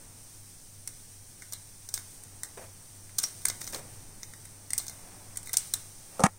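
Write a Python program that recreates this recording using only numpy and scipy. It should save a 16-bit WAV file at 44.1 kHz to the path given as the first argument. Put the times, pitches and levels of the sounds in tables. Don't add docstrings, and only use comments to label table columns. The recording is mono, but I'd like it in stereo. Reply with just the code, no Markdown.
import sys
import numpy as np
from scipy import signal
from scipy.fft import rfft, irfft
from scipy.io import wavfile
from scipy.ndimage import uniform_filter1d

SR = 44100
rng = np.random.default_rng(int(sys.argv[2]) if len(sys.argv) > 2 else 0)


def gain_from_db(level_db):
    decades = np.asarray(level_db, float) / 20
    return 10 ** decades


def pcm_store(signal):
    levels = np.round(np.clip(np.atleast_2d(signal), -1, 1) * 32767)
    wavfile.write(sys.argv[1], SR, levels.astype(np.int16).T)


N = 281358
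CUT_S = 6.2685

# start_s, peak_db, heavy_thud_db, crack_db, contact_brightness_hz
POUNDER_BLOWS = [
    (6.1943, -11.5, -19, -14, 800),
    (6.203, -13.5, -7, -11, 645),
    (6.2373, -14, 13.5, -16, 3060),
    (6.2366, -14, 11, 7.5, 2520),
    (6.25, -20, -1, -10, 2520),
    (6.264, -16, -6, -3, 2510),
]


def rms_one(x):
    return x / np.sqrt(np.mean(x ** 2) + 1e-20)


def at_hz(points, hz):
    pitch_hz, value = np.array(points)[:, 0], np.array(points)[:, 1]
    return np.interp(np.log(hz + 1), np.log(pitch_hz), value)


def drift(rate):
    r = np.exp(-80 * np.pi * rate / SR)
    slow = signal.lfilter([1], [1, -2 * r, r * r], rng.standard_normal(N // 40 + 2002))
    slow = rms_one(slow[2000:])
    return np.interp(np.arange(N) / 40, np.arange(len(slow)), slow)


def band(x, low_hz, high_hz):
    return signal.sosfilt(signal.butter(2, [low_hz, high_hz], "band", fs=SR, output="sos"), x)


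def ring(clicks, hz, t60):
    r, w = gain_from_db(-60 / (t60 * SR)), 2 * np.pi * hz / SR
    return signal.lfilter([0, np.sin(w)], [1, -2 * r * np.cos(w), r * r], clicks + 1e-18)


def diffuse_noise(spectrum):
    # pitch_hz, likeness (0 to 1)
    likeness = [(60, 0.83), (180, 0.85), (300, 0.6), (640, 0.36), (1400, 0.047), (15000, 0.019)]
    hz = np.fft.rfftfreq(N, 1 / SR)
    alike = np.clip(at_hz(likeness, hz), 0, 1)
    mid, side = rfft(rng.standard_normal((2, N)))
    pair = np.sqrt(1 + alike) * mid + np.sqrt(1 - alike) * side * [[1], [-1]]
    return rms_one(irfft(pair * gain_from_db(at_hz(spectrum, hz)), N))


def grit(size, per_s, spread_db):
    sizes = gain_from_db(spread_db * np.minimum(rng.exponential(1, (2, size)), 4))
    sizes = sizes * rng.choice([-1, 1], (2, size))
    return rms_one(sizes * (rng.random((2, size)) < per_s / SR))


def burst(grains, s, t60, rise_s):
    out, start = np.zeros_like(grains), round(s * SR)
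    age = np.arange(min(N - start, SR // 2)) / SR
    here = slice(start, start + len(age))
    out[:, here] = grains[:, here] * gain_from_db(-60 * age / t60) * (1 - np.exp(-age / rise_s))
    return out


def mains_hum(seconds):
    hum_hz = 99.2
    first_swell_s, beats_per_s, sag_per_s2 = 0.098, 2.9, 0.1544
    age = seconds - first_swell_s
    beats = (beats_per_s - sag_per_s2 * age / 2) * age
    motor_gain = gain_from_db(-62 + 55.5 + 1.2 * drift(2.2))
    motor = motor_gain * np.sin(2 * np.pi * (hum_hz * seconds - beats) + 0.45 * drift(0.58))
    return np.sqrt(2) * (np.sin(2 * np.pi * hum_hz * seconds) + motor)


def background(knife_dry):
    # pitch_hz, level_db per Hz
    rumble_colour = [(15, 6), (31, -2), (69, -12.5), (102, -2.5), (162, -8.5), (314, -14.5), (600, -21.5),
                     (900, -61)]
    # pitch_hz, level_db per Hz
    street_colour = [(200, -0.5), (400, -1.5), (800, 4), (1300, -2.5), (2500, -4.5), (5000, -23)]
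    # pitch_hz, level_db per Hz
    hiss_colour = [(500, -10.5), (1500, -1), (3000, 1), (6000, 1), (10000, -0.5), (13000, -2.5),
                   (15500, -0.5), (17500, -10.5)]
    # middle_s, street_db, rumble_db, half_width_s
    passes = [
        (0.01, -60, -54, 0.12),
        (0.9, -92, -58, 0.13),
        (2.42, -61.5, -65, 0.33),
        (3.8, -57, -49.5, 0.24),
        (5.11, -55, -55, 0.18),
        (5.6, -63.5, -58, 0.9),
    ]
    # hum_db, rumble_db, street_db, hiss_db
    after_cut = (-54.5, -56.5, -62, -56.5)
    hum_db, rumble_db, street_db, hiss_db = -55.5, -56.5, -67, -52
    house_t60_s, house_db = 1.23, -11
    slide_db, slide_db_per_s = -49.5, 114
    seconds = np.arange(N) / SR

    rumble, street = gain_from_db(2 * rumble_db), gain_from_db(2 * street_db)
    for s, pass_street_db, pass_rumble_db, half_s in passes:
        nearness = 1 / (1 + ((seconds - s) / half_s) ** 2)
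        rumble = rumble + gain_from_db(2 * pass_rumble_db) * nearness
        street = street + gain_from_db(2 * pass_street_db) * nearness

    from_touch_s = np.abs(seconds - POUNDER_BLOWS[0][0])
    street = street + gain_from_db(2 * (slide_db - slide_db_per_s * from_touch_s))

    keep = gain_from_db(-120 / (house_t60_s * SR))
    knife_power = np.mean(knife_dry ** 2, axis=0)
    house = signal.lfilter([1 - keep], [1, -keep], knife_power)
    hiss = gain_from_db(2 * hiss_db) + gain_from_db(2 * house_db) * house

    levels = zip((gain_from_db(2 * hum_db), rumble, street, hiss), after_cut)
    hum_gain, rumble_gain, street_gain, hiss_gain = [
        np.where(seconds < CUT_S, np.sqrt(power), gain_from_db(after_db)) for power, after_db in levels]
    out = gain_from_db(-3.5) * hum_gain * mains_hum(seconds) * gain_from_db([[-.8], [.8]])
    out = out + rumble_gain * diffuse_noise(rumble_colour)
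    out = out + street_gain * diffuse_noise(street_colour)
    return out + hiss_gain * gain_from_db(-4.5 + .5 * drift(4.6)) * diffuse_noise(hiss_colour)


def drops():
    # start_s, peak_db
    falls = [
        (2.572, -37),
        (2.61, -65),
        (3.73, -35),
        (3.758, -52),
    ]
    # pitch_hz, level_db per Hz
    knock_colour = [(200, -10), (330, -4.5), (480, 3), (800, -2), (1300, -8.5), (2500, -7.5), (4500, -25)]
    noise = diffuse_noise(knock_colour) * gain_from_db(2.3 * drift(38))
    return sum(gain_from_db(db - 4.5) * burst(noise, s, 0.38, rise_s=0.00044) for s, db in falls)


def kitchen(x):
    t60_s = 0.28
    age = np.arange(round(0.6 * SR)) / SR
    noise = rng.standard_normal((2, len(age))) * (1 - np.exp(-age / 0.0083))
    dull = band(noise, 124, 3000) * gain_from_db(-60 * age / t60_s)
    bright = band(noise, 3560, 8700) * gain_from_db(-60 * age / (0.38 * t60_s))
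    tail = (dull + bright) / np.sqrt(np.sum(bright[0] ** 2))
    return signal.fftconvolve(x, tail, axes=1)[:, :N]


def pounder():
    # pitch_hz, level_db, t60_s
    counter = [(127, -17, 0.055), (192.4, 6, 0.048), (232, -11, 0.055), (347, -1, 0.022), (540, -7, 0.28),
               (655, -12, 0.18), (780, 2.5, 0.028), (898, 5, 0.02), (1069, 0, .06), (1225, 7, 0.032),
               (1346, 1.5, 0.031), (1675, -2, 0.031), (1880, -1, 0.027), (2210, -1.5, 0.03)]
    out, grains = np.zeros((2, N)), grit(N, per_s=5500, spread_db=0.5)
    for s, peak_db, thud_db, crack_db, contact_hz in POUNDER_BLOWS:
        shake = gain_from_db(peak_db) * burst(grains, s, .02, rise_s=0.00043)
        soft = band(shake + 0.5 * shake[::-1], 240, contact_hz)
        push = gain_from_db(peak_db + thud_db - 11) * burst(np.ones((2, N)), s, 0.0043, rise_s=0.00031)
        for hz, db, t60 in counter:
            out += gain_from_db(db - 28.5) * ring(push if hz < 300 else soft, hz, t60)
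        out += gain_from_db(crack_db - 6.5) * band(shake, 2200, 10500)
    return band(out, 95, 16000) * gain_from_db([[.7], [-.7]])


def cracks():
    # start_s, peak_db, hollowness_db, left_right_db
    rim_cracks = [(1.5232, -18, -1, 5.5), (1.5333, -20, 1.5, -13), (1.8887, -18, 0.5, 1),
                  (1.9405, -9.5, -4, 2.5), (3.1837, -21, -4, 21.5), (3.1855, -1.6, 2, 0.5),
                  (3.2316, -13, -4.5, -15.5), (3.2566, -24, -3, -6), (3.2825, -31, -8, -8),
                  (3.484, -8.5, -0.5, 1.5), (3.6421, -30.5, -8, 10), (3.6675, -28, -5, 7),
                  (3.7457, -20, 8, 3), (4.7797, -4, -1.5, -4), (4.7995, -33, 9, 6), (4.8667, -25, 0, -0.5),
                  (4.8813, -19, -6, 6.5), (4.8956, -24, 6, 0), (5.532, -13.5, -3, -11),
                  (5.673, -28, -6, -9), (5.7375, -5.5, 3.5, 3)]
    # start_s, peak_db, hollowness_db, left_right_db
    body_cracks = [(0.8752, -18.5, -6.5, 5.5), (1.4216, -27.5, 2, 3.5), (1.9769, -26, 0, 9),
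                   (2.236, -28, -9, 0.5), (2.4339, -19, -2.5, -0.5), (3.0934, -39, 2, 4),
                   (3.2375, -17, -0.5, 8), (3.4182, -33, -3, 1), (3.4533, -7.5, 2.5, -9.5),
                   (3.4995, -17, 1, 7.5), (3.6148, -21.5, 1, 6.5), (3.675, -29.5, -8, 16.5),
                   (3.733, -25, -4, 4), (3.7596, -23.5, -4, 4.5), (4.2318, -25.5, -5, 11),
                   (4.3358, -33, 2, 1.5), (4.4534, -28.5, -1.5, -3), (4.7049, -17.5, -3.5, -2),
                   (4.7333, -12.5, -4.5, -7.5), (5.358, -25, -3, 1), (5.372, -19, -7.5, -11),
                   (5.431, -33, -15, -7.5), (5.472, -26.5, 1, -13.5), (5.4925, -21.5, 5, -2),
                   (5.539, -13, 3, 6.5), (5.5697, 0, -16, 1.5)]
    rim, body = (4150, -19.5, -15), (1977, -18, -23)
    middling_db, ring_per_db, sizzle_per_db, pitch_scatter = -20, -0.3132, 0.0022, 0.032

    both = rim_cracks + body_cracks
    splinters = [(s + .013, db - 21, 0, -pan_db) for s, db, _, pan_db in both]
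    kinds = [rim] * len(rim_cracks) + [body] * len(body_cracks) + [rim] * len(both)
    chance = rng.uniform(-1, 1, len(kinds))
    rows = []
    for crack, kind, c in zip(both + splinters, kinds, chance):
        s, db, hollow_db, pan_db = crack
        hz, ring_db, sizzle_db = kind
        harder_db = db - middling_db
        rows.append((s, db, hz * (1 + pitch_scatter * c), ring_db + hollow_db + ring_per_db * harder_db,
                     sizzle_db + sizzle_per_db * harder_db, pan_db))
    return rows


def knife():
    # start_s, length_s, level_db
    scrapes = [
        (1.936, 0.071, -36),
        (2.436, 0.034, -39),
        (3.215, 0.058, -37),
        (3.603, 0.062, -36.5),
        (3.665, 0.054, -36.5),
        (3.72, 0.084, -36.5),
        (4.79, 0.064, -40),
        (5.455, 0.042, -38),
        (5.578, .06, -52),
    ]
    # pitch_hz, level_db, t60_s
    shell_tones = [(800, -16.5, 0.035), (1220, -9, 0.029), (1600, 12, 0.0086), (2080, -1, 0.046),
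                   (3670, 9, 0.025)]
    # start_s, level_db, pitch_hz, t60_s
    blade_rings = [
        (3.236, -30, 5650, 0.089),
        (1.534, -42, 4030, 0.1),
    ]

    grains = grit(N, per_s=9000, spread_db=6.0)
    snap, sizzle, body, hollow = np.zeros((4, 2, N))
    age = np.arange(SR // 8) / SR
    rise = 1 - np.exp(-age / .0004)
    shape = rise * (gain_from_db(-60 * age / .023) + gain_from_db(-3.0 - 60 * age / 0.0038))
    for s, peak_db, ring_hz, ring_db, sizzle_db, pan_db in cracks():
        start = round((s - .0005) * SR)
        here = slice(start, start + len(age))
        spray = gain_from_db(peak_db) * shape * grains[:, here] * gain_from_db([[0.92 * pan_db], [-.4 * pan_db]])
        snap[:, here] += spray
        sizzle[:, here] += gain_from_db(sizzle_db) * spray
        body[:, here] += gain_from_db(ring_db) * spray
        hollow[:, here] += gain_from_db(ring_db - 19.0) * ring(spray + 0.99 * spray[::-1], ring_hz, t60=0.015)

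    seconds, wet = np.arange(N) / SR, grit(N, per_s=6000, spread_db=3.5)
    for s, length_s, db in scrapes:
        level_db = db - 10 * np.clip((seconds - s) / length_s, 0, 1)
        inside = np.clip(np.minimum(seconds - s, s + length_s - seconds) / 0.0077, 0, 1)
        rub = inside * gain_from_db(level_db + 5 + 1.2 * drift(50)) * wet
        snap = snap + rub
        sizzle = sizzle + gain_from_db(-13.5) * rub
        body = body + gain_from_db(-18.0) * rub

    shell = hollow + sum(gain_from_db(db - 31.5) * ring(body, hz, t60) for hz, db, t60 in shell_tones)
    blade = np.zeros((2, N))
    for s, db, hz, t60 in blade_rings:
        blade += gain_from_db(db - 10.5) * ring(burst(wet, s, t60, rise_s=0.0013), hz, t60=0.007)
    top = gain_from_db(5) * band(sizzle, 11000, 16500)
    return gain_from_db(-10) * band(snap, 3870, 12900) + top + shell + blade


def scene():
    knife_dry, blows = knife(), pounder()
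    near = knife_dry + gain_from_db(-16.5) * kitchen(knife_dry)
    near = near + blows + gain_from_db(-10.0) * kitchen(band(blows, 344, 16000)) + drops()
    after = np.arange(N) / SR - CUT_S
    leak = gain_from_db(-13.5 - 540 * np.maximum(after, 0))
    return band(near * np.where(after < 0, 1, leak), 90, 18000) + background(knife_dry)


def port(x, peaks):
    for hz, width, db in peaks:
        w, a = 2 * np.pi * hz / SR, gain_from_db(db / 2)
        k = np.sin(w) * width / hz / 2
        x = signal.lfilter([1 + k * a, -2 * np.cos(w), 1 - k * a], [1 + k / a, -2 * np.cos(w), 1 - k / a], x)
    return x


def drop_weak_bands(x):
    # pitch_hz, left_db, right_db
    dropping = [(1500, -9, -9), (2400, -1.8, -2.0), (3500, -.6, -.6), (4800, -1.8, -1.3),
                (6000, -4.5, -4.5), (7500, -2.5, -6), (9000, -.6, -6), (15700, -.6, -3.5)]
    top_hz, top_margin_db, safe_db = 15900, 24, 5
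    hz, _, spec = signal.stft(x, SR, "cosine", nperseg=2048, noverlap=1024)
    hz, power = hz[:1024], np.abs(spec[:, :1024]) ** 2
    bands = power.reshape(2, 128, 8, -1).mean(axis=2)
    bands = uniform_filter1d(bands, size=2, axis=2)
    usual = np.median(bands, axis=2, keepdims=True)
    level_db = 10 * np.log10(bands / usual + 1e-20)
    around_db = uniform_filter1d(level_db, size=7, axis=1)
    table, centres = np.array(dropping), hz[4::8]
    margin_db = np.array([at_hz(table[:, [0, side]], centres) for side in (1, 2)])[..., None]
    keep = (level_db > around_db + margin_db) | (level_db > safe_db)
    keep = keep | (centres < table[0, 0])[:, None]
    keep = np.where((centres > top_hz)[:, None], level_db > top_margin_db, keep)
    spec[:, :1024] *= np.repeat(keep, 8, axis=1)
    return signal.istft(spec, SR, "cosine", nperseg=2048, noverlap=1024)[1][:, :N]


def top_cut(x):
    return signal.sosfilt(signal.butter(12, 16980, fs=SR, output="sos"), x)


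def record(dry):
    # pitch_hz, width_hz, level_db
    left_port = [(2730, 350, -11.5), (6000, 2600, 14), (9830, 5300, -10), (14200, 12000, -2)]
    # pitch_hz, width_hz, level_db
    right_port = [(6000, 210, 1), (8780, 3680, 18.83), (14700, 4600, 7.2)]
    x = np.tanh([port(dry[0], left_port), port(dry[1], right_port)])
    x = signal.sosfilt(signal.cheby2(12, 50, 17000, fs=SR, output="sos"), x)
    mix = drop_weak_bands(x)
    return top_cut(mix)


dry = scene()
out = record(dry)
pcm_store(out)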